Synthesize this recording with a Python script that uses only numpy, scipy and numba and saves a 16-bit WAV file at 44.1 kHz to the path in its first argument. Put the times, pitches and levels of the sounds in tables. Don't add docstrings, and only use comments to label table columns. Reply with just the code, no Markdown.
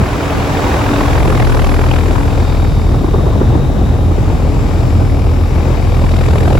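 import sys
import numpy as np
from scipy import signal
from scipy.fft import rfft, irfft, next_fast_len
from scipy.io import wavfile
from scipy.ndimage import uniform_filter1d, minimum_filter1d
from numba import njit

SR = 44100
rng = np.random.default_rng(int(sys.argv[2]) if len(sys.argv) > 2 else 0)


def generate_wav(sig):
    pcm = np.round(np.clip(np.atleast_2d(sig).T, -1, 1) * 32767).astype(np.int16)
    wavfile.write(sys.argv[1], SR, pcm)


N = 290619
PORTS = np.array([[0], [1]])


def undb(db):
    return 10 ** (np.asarray(db) / 20)


def unit(x):
    return x / np.sqrt(np.mean(x ** 2))


def curves(table):
    s, *columns = np.transpose(table)
    return [np.interp(np.arange(N) / SR, s, column) for column in columns]


def over_hz(table, hz):
    table_hz, values = np.transpose(table)
    return np.interp(np.log(hz), np.log(table_hz), values)


@njit
def svf(x, hz, width):
    y, band, low = np.empty(len(x)), 0., 0.
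    g, k = np.tan(np.pi * hz / SR), width / hz
    for i in range(len(x)):
        v = (band + g * (x[i] - low)) / (1 + g * (g + k))
        band, low, y[i] = 2 * v - band, low + 2 * g * v, k * v
    return y


def walk(rate):
    k = int(SR / rate)
    held = np.repeat(rng.standard_normal(N // k + 1), k)
    return 1.3 * uniform_filter1d(uniform_filter1d(held, k), k)[:N]


# pitch_hz, share of the bass likeness
LIKENESS = [(60, 3.3), (400, 1.27), (1200, 1.06), (2400, 0.034), (4400, 1.23), (8000, 0.053), (15000, 0.23)]
AIR_ALIKE = .58


def air(colour, alike, sway, count=1):
    size = next_fast_len(N, True)
    hz = np.maximum(np.arange(size // 2 + 1) * SR / size, 1)
    lowest, highest = np.array(colour)[[0, -1], 0]
    gain = undb(over_hz(colour, hz)) * (hz > .7 * lowest) * (hz < 1.4 * highest)
    gain = gain / np.sqrt(np.mean(gain ** 2))
    noise = rfft(rng.standard_normal((2, size))) * gain
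    out = np.zeros((2, N))
    for centre in 31.25 * 2 ** np.arange(0, 10, 1 / count):
        if not lowest / 2 < centre < highest * 2:
            continue
        window = np.cos(np.pi / 2 * np.clip(count * np.log2(hz / centre), -1, 1)) ** 2
        shared = np.clip(alike * over_hz(LIKENESS, centre), 0, .98)
        balance = np.sqrt([1 + shared, 1 - shared]).reshape(2, -1)
        mid, side = irfft(noise * window, size)[:, :N] * balance
        out += np.array([mid + side, mid - side]) * sway(centre) / np.sqrt(2)
    return out


# start_s, nearness to the grille (0-1)
DESCENT = [(0, 0), (.5, 0.1), (.9, 0.5), (1.2, 0.83), (6.6, 1)]


def nearness():
    return np.clip(curves(DESCENT)[0], 0, 1)


# start_s, wake_db, rush_db, air_left_minus_right_db,
# buffet_left_minus_right_db, wake_brightness_db_per_octave
AIR_ON_THE_WAY = [(0, -27.5, -22, 0.2, -0.5, 0.5), (.4, -24.5, -20, 0.7, -1, -0.5),
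                  (1.0, -22, -17, 0.3, 1, -2), (1.35, -24.5, -21.5, 1.5, -1, 1.5),
                  (1.6, -23, -24.5, 0.5, 3, 0.7), (2.2, -30, -25, 2.5, 3, 0.5),
                  (2.8, -35.5, -28, 2.5, -1.5, -3), (3.4, -38, -26.5, 4, 1.5, -1),
                  (4.0, -39.5, -28, 3.5, -2, -8), (4.6, -36.5, -27.5, 4.5, -0.5, -6.5),
                  (5.2, -37, -30.5, 4.5, 0, 2), (5.7, -36.5, -25.5, 6, 0.5, -3),
                  (6.15, -33, -27.5, 4.5, -1, 4), (6.6, -29.5, -25.5, 5.5, -5, 3)]
WAKE_REF_DB = -30


def wake_level_db():
    return curves(AIR_ON_THE_WAY)[0]


def layer_db(layer):
    far_db, near_db, per_wake = layer
    return far_db + nearness() * (near_db - far_db) + per_wake * (wake_level_db() - WAKE_REF_DB)


# start_s, bearing_deg
BEARING = [(0, 25.2), (1.2, 23.5), (2.1, 5.4), (2.7, -12), (3.3, -21), (3.9, -17), (4.5, -5), (4.8, 15),
           (5.4, 38), (5.7, 47), (6.3, 56), (6.6, 57)]
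BLADES, BLADE_HZ = 3, 41.1


def blade_angle():
    bearing, = curves(BEARING)
    return 2 * np.pi * BLADE_HZ * np.arange(N) / SR + BLADES * np.radians(bearing)


WAKE_LEAD = 1.3
CHOP_WAKE_DB = (-40, -27)


def chopped(angle, depth):
    depth = depth * nearness() * np.interp(wake_level_db(), CHOP_WAKE_DB, (0, 1))
    return np.exp(depth * np.cos(angle + WAKE_LEAD)) / np.sqrt(np.i0(2 * depth))


# start_s, hum_db on the fifth shaft order, then ring_db of each of the five shell modes
PUMP = [(0, -26.5, -37.5, -49, -51, -53, -55), (1.05, -23, -35, -41, -49, -55, -55),
        (1.3, -28.5, -37, -46, -56, -59, -46), (1.8, -33, -37, -48, -49, -50, -48),
        (2.2, -27.5, -39.5, -47, -52, -56, -47), (2.5, -31.5, -39, -42, -46, -50, -50),
        (2.9, -29, -45, -47, -50, -51, -52), (3.5, -36, -67, -47, -76, -64, -60),
        (4.05, -30.5, -49, -48.5, -64, -66, -58), (4.4, -31, -41.5, -53, -52, -55, -50.5),
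        (4.9, -32, -43, -51, -54, -50.5, -50), (5.4, -28, -42, -50, -54, -50.5, -53.5),
        (5.9, -50, -38.5, -48.5, -48, -52, -52), (6.2, -48, -40, -46, -50, -51, -46.5),
        (6.6, -43, -43, -45, -54, -56, -49)]
# pitch_hz, width_hz of a pass, valve_buzz_db against the gas hiss
SHELL = [(2340, 620, -15), (3720, 380, -7), (4620, 450, -5), (5150, 550, -2), (7400, 1700, -8)]
SHELL_CHOP = (1.6, .9, .6, .3, .1)
# shaft_order, level_db over the mode's ring
WHINE = [
    [],
    [(64, -9), (66, -11), (68, -10)],
    [(80, -9), (84, -12)],
    [(87, -12), (89, -13), (91, -10), (92, -10), (97, -14), (99, -14)],
    [(139, -21)],
]
SHAFT_HZ = 56.82
HUM_WAVER_DB, HUM_WAVER_RAD = 2, .4
WHINE_WAVER_DB, WHINE_WAVER_RAD = 3, .5


def compressor(angle):
    hum_db, *ring_db = curves(PUMP)
    turns = SHAFT_HZ * np.arange(N) / SR
    rattle = rng.standard_normal(780) * np.exp(-np.arange(780) / SR / .008)
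    each_turn = np.diff(np.floor(turns), prepend=0)
    buzz = unit(np.convolve(each_turn, rattle)[:N])
    hum = np.sqrt(2) * np.cos(2 * np.pi * 5 * turns + HUM_WAVER_RAD * walk(12))
    out = undb(hum_db + HUM_WAVER_DB * walk(8)) * hum
    for (hz, width, buzz_db), db, chop, orders in zip(SHELL, ring_db, SHELL_CHOP, WHINE):
        hz, width = float(hz), float(width)
        hiss = rng.standard_normal(N) + .54 * rng.standard_normal((2, N))
        struck = undb(buzz_db) * buzz + hiss
        ring = np.array([svf(svf(port, hz, width), hz, width) for port in struck])
        out = out + undb(db) * unit(ring) * chopped(angle, chop)
        for order, over_db in orders:
            whine = np.sqrt(2) * np.cos(2 * np.pi * order * turns + WHINE_WAVER_RAD * walk(6))
            out = out + undb(db + over_db + WHINE_WAVER_DB * walk(2)) * whine
    return out


# pitch_hz, level_db per Hz (relative)
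CASING = [(500, 4), (1180, 9.5), (1400, -3.5), (1750, -23), (2950, -5.5), (4300, -9), (6000, -10),
          (8000, -35.5), (11000, -6.5), (15500, -32)]
# far_db, near_db, db per dB of wake
CASING_AIR = (-33, -31, 0.53)
CASING_CHOP, CASING_CHOP_TOP_HZ = 1.1, 1500


def casing_air(angle):
    chop = chopped(angle, CASING_CHOP)

    def sway(hz):
        waver = undb(.4 * walk(9.5))
        return waver * chop if hz < CASING_CHOP_TOP_HZ else waver

    return undb(layer_db(CASING_AIR)) * air(CASING, AIR_ALIKE, sway)


# pitch_hz, level_db per Hz (relative)
RUSH = [(30, -28), (100, -33), (150, -15), (300, -1), (740, -5), (1200, -10.5), (2600, -20), (4500, -28),
        (8000, -28.5), (11000, -95), (15500, -34)]


def grille_rush(gust):
    rush_db = curves(AIR_ON_THE_WAY)[1]
    return undb(rush_db) * air(RUSH, AIR_ALIKE, lambda hz: undb(.97 * gust))


# centre_s, rise_db of the buffeting, half_length_s
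GUSTS = [(0, 10, 0.052), (1.3, 2.5, 0.17), (3.5, 4, 0.68), (5.155, 2.5, 0.14), (6.456, 4.5, 0.16)]


def gusts_db():
    t = np.arange(N) / SR
    return sum(db * np.exp(-((t - s) / half) ** 2) for s, db, half in GUSTS)


# pitch_hz, level_db per Hz (relative)
BUFFET = [(25, -19), (35, -11.5), (55, 0), (80, -.5), (115, -2.5), (180, -10), (350, -20)]
# far_db, near_db, db per dB of wake
BUFFET_AIR = (-16, -13.5, 0.079)
BUFFET_ALIKE = .34


def buffeting(gust):
    pan_db = curves(AIR_ON_THE_WAY)[3]
    level_db = layer_db(BUFFET_AIR) + gusts_db() + np.array([pan_db, -pan_db]) / 2
    return undb(level_db) * air(BUFFET, BUFFET_ALIKE, lambda hz: undb(.6 * gust + 1.2 * walk(25)))


# start_s, peak_db, first_pitch_hz, length_s,
# left_share of the right port's swing (negative: opposite sign)
POPS = [(0.344, -10, 650, 0.028, -0.32), (0.375, -16, 540, 0.029, -1.2), (2.189, -11, 1570, 0.0078, -1),
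        (2.248, -12, 1480, 0.008, -1.1)]


def pops():
    out = np.zeros((2, N))
    for s, db, hz, length, left in POPS:
        t = np.arange(int(length * SR)) / SR
        cycles = hz * length / 6 * np.log(1 + 6 * t / length)
        shape = np.minimum(t / .00068, 1) * (1 - t / length) ** .5
        swing = undb(db) * np.sin(2 * np.pi * cycles) * shape
        start = int(s * SR)
        out[:, start:start + len(t)] += swing * np.array([[left], [1]])
    return out


# time_s (a fifth of the way in), peak_db of the swing, pitch_hz about midway
THUMPS = [(2.42, -12, 239), (2.944, -12.5, 252), (3.041, -11.5, 340), (3.079, -14, 317), (3.14, -6.5, 415),
          (3.189, -12, 296), (3.264, -9.5, 390), (3.411, -7, 382), (3.331, -21, 1100), (3.437, -24, 820),
          (3.535, -14, 303), (3.551, -7.5, 306), (4.114, -13, 319), (5.015, -12, 299), (6.015, -19, 604),
          (6.038, -9, 304), (6.11, -18, 600), (6.258, -21, 635), (6.354, -16, 595), (6.403, -20, 730),
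          (6.421, -13, 276), (6.474, -12, 700)]
THUMP_S = .01977
THUMP_ROUGH_DB, THUMP_ROUGH_HZ = -6.5, (200, 1100)


def thumps():
    out = np.zeros((2, N))
    t = np.arange(int(THUMP_S * SR)) / SR
    band = signal.butter(5, THUMP_ROUGH_HZ, "band", fs=SR, output="sos")
    rough = undb(THUMP_ROUGH_DB) * unit(signal.sosfilt(band, rng.standard_normal((2, N))))
    for (s, db, hz), start_cycles in zip(THUMPS, rng.random(len(THUMPS))):
        first = int((s - THUMP_S / 5) * SR)
        at = slice(first, first + len(t))
        swing = np.sin(2 * np.pi * (start_cycles + hz * t * (1.2 - 10 * t))) + rough[:, at]
        out[:, at] += undb(db) * swing * np.hanning(len(t))
    return out


# start_s, right_port_early_deg of a passage at 1 kHz
WAKE_TIMING = [(0, 40), (1.2, 60), (2.7, 55), (4.2, 45), (5.2, 30), (6.6, 20)]
# start_s, left_early_deg per octave, right_early_deg per octave
WAKE_SLANT = [(0, -5, -20), (5, -5, -25), (6.1, -22, -30), (6.6, -22, -30)]
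BURST_JITTER_RAD = .22


def bursts(angle, sharp, scatter_db, colour_db, tilt_db=0):
    early = np.radians(curves(WAKE_TIMING)[0]) * PORTS
    slant = np.radians(curves(WAKE_SLANT))
    passage = (angle + WAKE_LEAD) / (2 * np.pi)
    count = np.arange(-1, passage.max() + 2)
    size = rng.standard_normal(len(count))
    mean = np.sqrt(np.interp(sharp, np.linspace(0, 3, 30), np.i0(np.linspace(0, 6, 30))))

    def gain(hz):
        octave = np.clip(np.log2(hz / 1000), -1, 2)
        burst_db = scatter_db * size + colour_db * rng.standard_normal(len(count))
        db = np.interp(passage, count, burst_db) + tilt_db * octave
        late = BURST_JITTER_RAD * np.interp(passage, count, rng.standard_normal(len(count)))
        phase = 2 * np.pi * passage + early + slant * octave - late
        return np.exp(sharp * np.cos(phase)) * undb(db) / mean

    return gain


# pitch_hz, level_db per Hz (relative)
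EDDIES = [(120, -6.5), (250, 2), (450, -2), (800, -7), (1400, -32.5)]
# far_db, near_db, db per dB of wake
EDDY_AIR = (-32.5, -20.5, 0.45)
EDDY_GUST_SHARE = .59
EDDY_LATE = .9


def wake_eddies(angle):
    level_db = layer_db(EDDY_AIR) + EDDY_GUST_SHARE * gusts_db()
    swells = bursts(angle - EDDY_LATE, sharp=.7, scatter_db=2.2, colour_db=2.)
    return undb(level_db) * air(EDDIES, AIR_ALIKE, swells)


# pitch_hz, level_db per Hz (relative)
WAKE = [(400, -5.5), (800, 8), (1500, 4), (2500, -4), (4000, -15), (8000, -26)]
WAKE_SHARP = (.5, 2.0)


def blade_wake(angle):
    tilt_db = curves(AIR_ON_THE_WAY)[4]
    sharp = WAKE_SHARP[0] + nearness() * (WAKE_SHARP[1] - WAKE_SHARP[0])
    passing = bursts(angle, sharp, scatter_db=.3, colour_db=3., tilt_db=tilt_db)
    return undb(wake_level_db()) * air(WAKE, AIR_ALIKE, passing, count=2)


# start_s, tone_left_db, tone_right_db, octave_left_db, octave_right_db
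FIELD = [(0, -36, -36, -34, -36), (.75, -30, -36, -32, -34), (1.1, -13, -22, -15, -23),
         (1.45, -14, -15, -7.5, -12), (1.85, -12.5, -15, -9, -17), (2.25, -13, -16.5, -11, -18),
         (2.65, -14, -17, -14, -18), (3.3, -16, -17, -14.5, -18), (3.85, -17, -18.5, -16, -21),
         (4.45, -16, -17, -14.5, -18), (5.05, -15.5, -16, -14.5, -17), (5.6, -16, -16, -13.5, -17),
         (6.25, -13.5, -13.5, -9.5, -13.5), (6.6, -13, -13, -9, -13)]
OCTAVE_LEAD, THIRD_LEAD = 2.6, .9
TONE_BEHIND_DEG, OCTAVE_BEHIND_DEG = 10, 6
OCTAVE_BEHIND_DEG_PER_DB = 2.1
THIRD_OVER_DB = 4


def blade_wave(angle):
    slant = OCTAVE_BEHIND_DEG + OCTAVE_BEHIND_DEG_PER_DB * np.maximum(wake_level_db() - WAKE_REF_DB, 0)
    tone_angle = angle - BLADES * np.radians(PORTS * TONE_BEHIND_DEG)
    octave_angle = angle - BLADES * np.radians(PORTS * slant)
    tone_db, octave_db = np.reshape(curves(FIELD), (2, 2, N))
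    octave_db = octave_db + .8 * np.array([walk(9), walk(9)])
    octave_angle = octave_angle + .1 * walk(11) + .06 * np.array([walk(11), walk(11)])
    tone = undb(tone_db) * np.cos(tone_angle)
    octave = undb(octave_db) * np.cos(2 * octave_angle + OCTAVE_LEAD)
    third_angle = angle + tone_angle + octave_angle + THIRD_LEAD
    third = undb(2 * octave_db + THIRD_OVER_DB) * np.cos(third_angle)
    return np.sqrt(2) * (tone + octave + third)


PAN_TOP_HZ = 6000


def scene():
    angle = blade_angle()
    gust = walk(10)
    through_air = compressor(angle) + casing_air(angle) + grille_rush(gust)
    through_air = through_air + wake_eddies(angle) + blade_wake(angle)
    pan_db = curves(AIR_ON_THE_WAY)[2]
    pan = undb(np.array([pan_db, -pan_db]) / 2)
    body = signal.sosfiltfilt(signal.butter(2, PAN_TOP_HZ, fs=SR, output="sos"), through_air)
    at_ports = buffeting(gust) + pops() + thumps()
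    return at_ports + through_air + body * (pan - 1) + blade_wave(angle)


CEILING, LIMITER_S, BASS_HZ = .99, .012, 200
TOP_HZ = 15900


def record(dry):
    size = int(LIMITER_S * SR)
    bass = signal.sosfiltfilt(signal.butter(2, BASS_HZ, fs=SR, output="sos"), dry)
    room = minimum_filter1d(np.minimum(CEILING / np.abs(dry), 1) ** 1.5, size=2 * size + 1)
    limited = dry - bass * (1 - uniform_filter1d(room, size=size))
    rounded = limited / (1 + (np.abs(limited) / CEILING) ** 8) ** (1 / 8)
    return signal.sosfilt(signal.ellip(8, .2, 70, TOP_HZ, fs=SR, output="sos"), rounded)


dry = scene()
out = record(dry)
generate_wav(out)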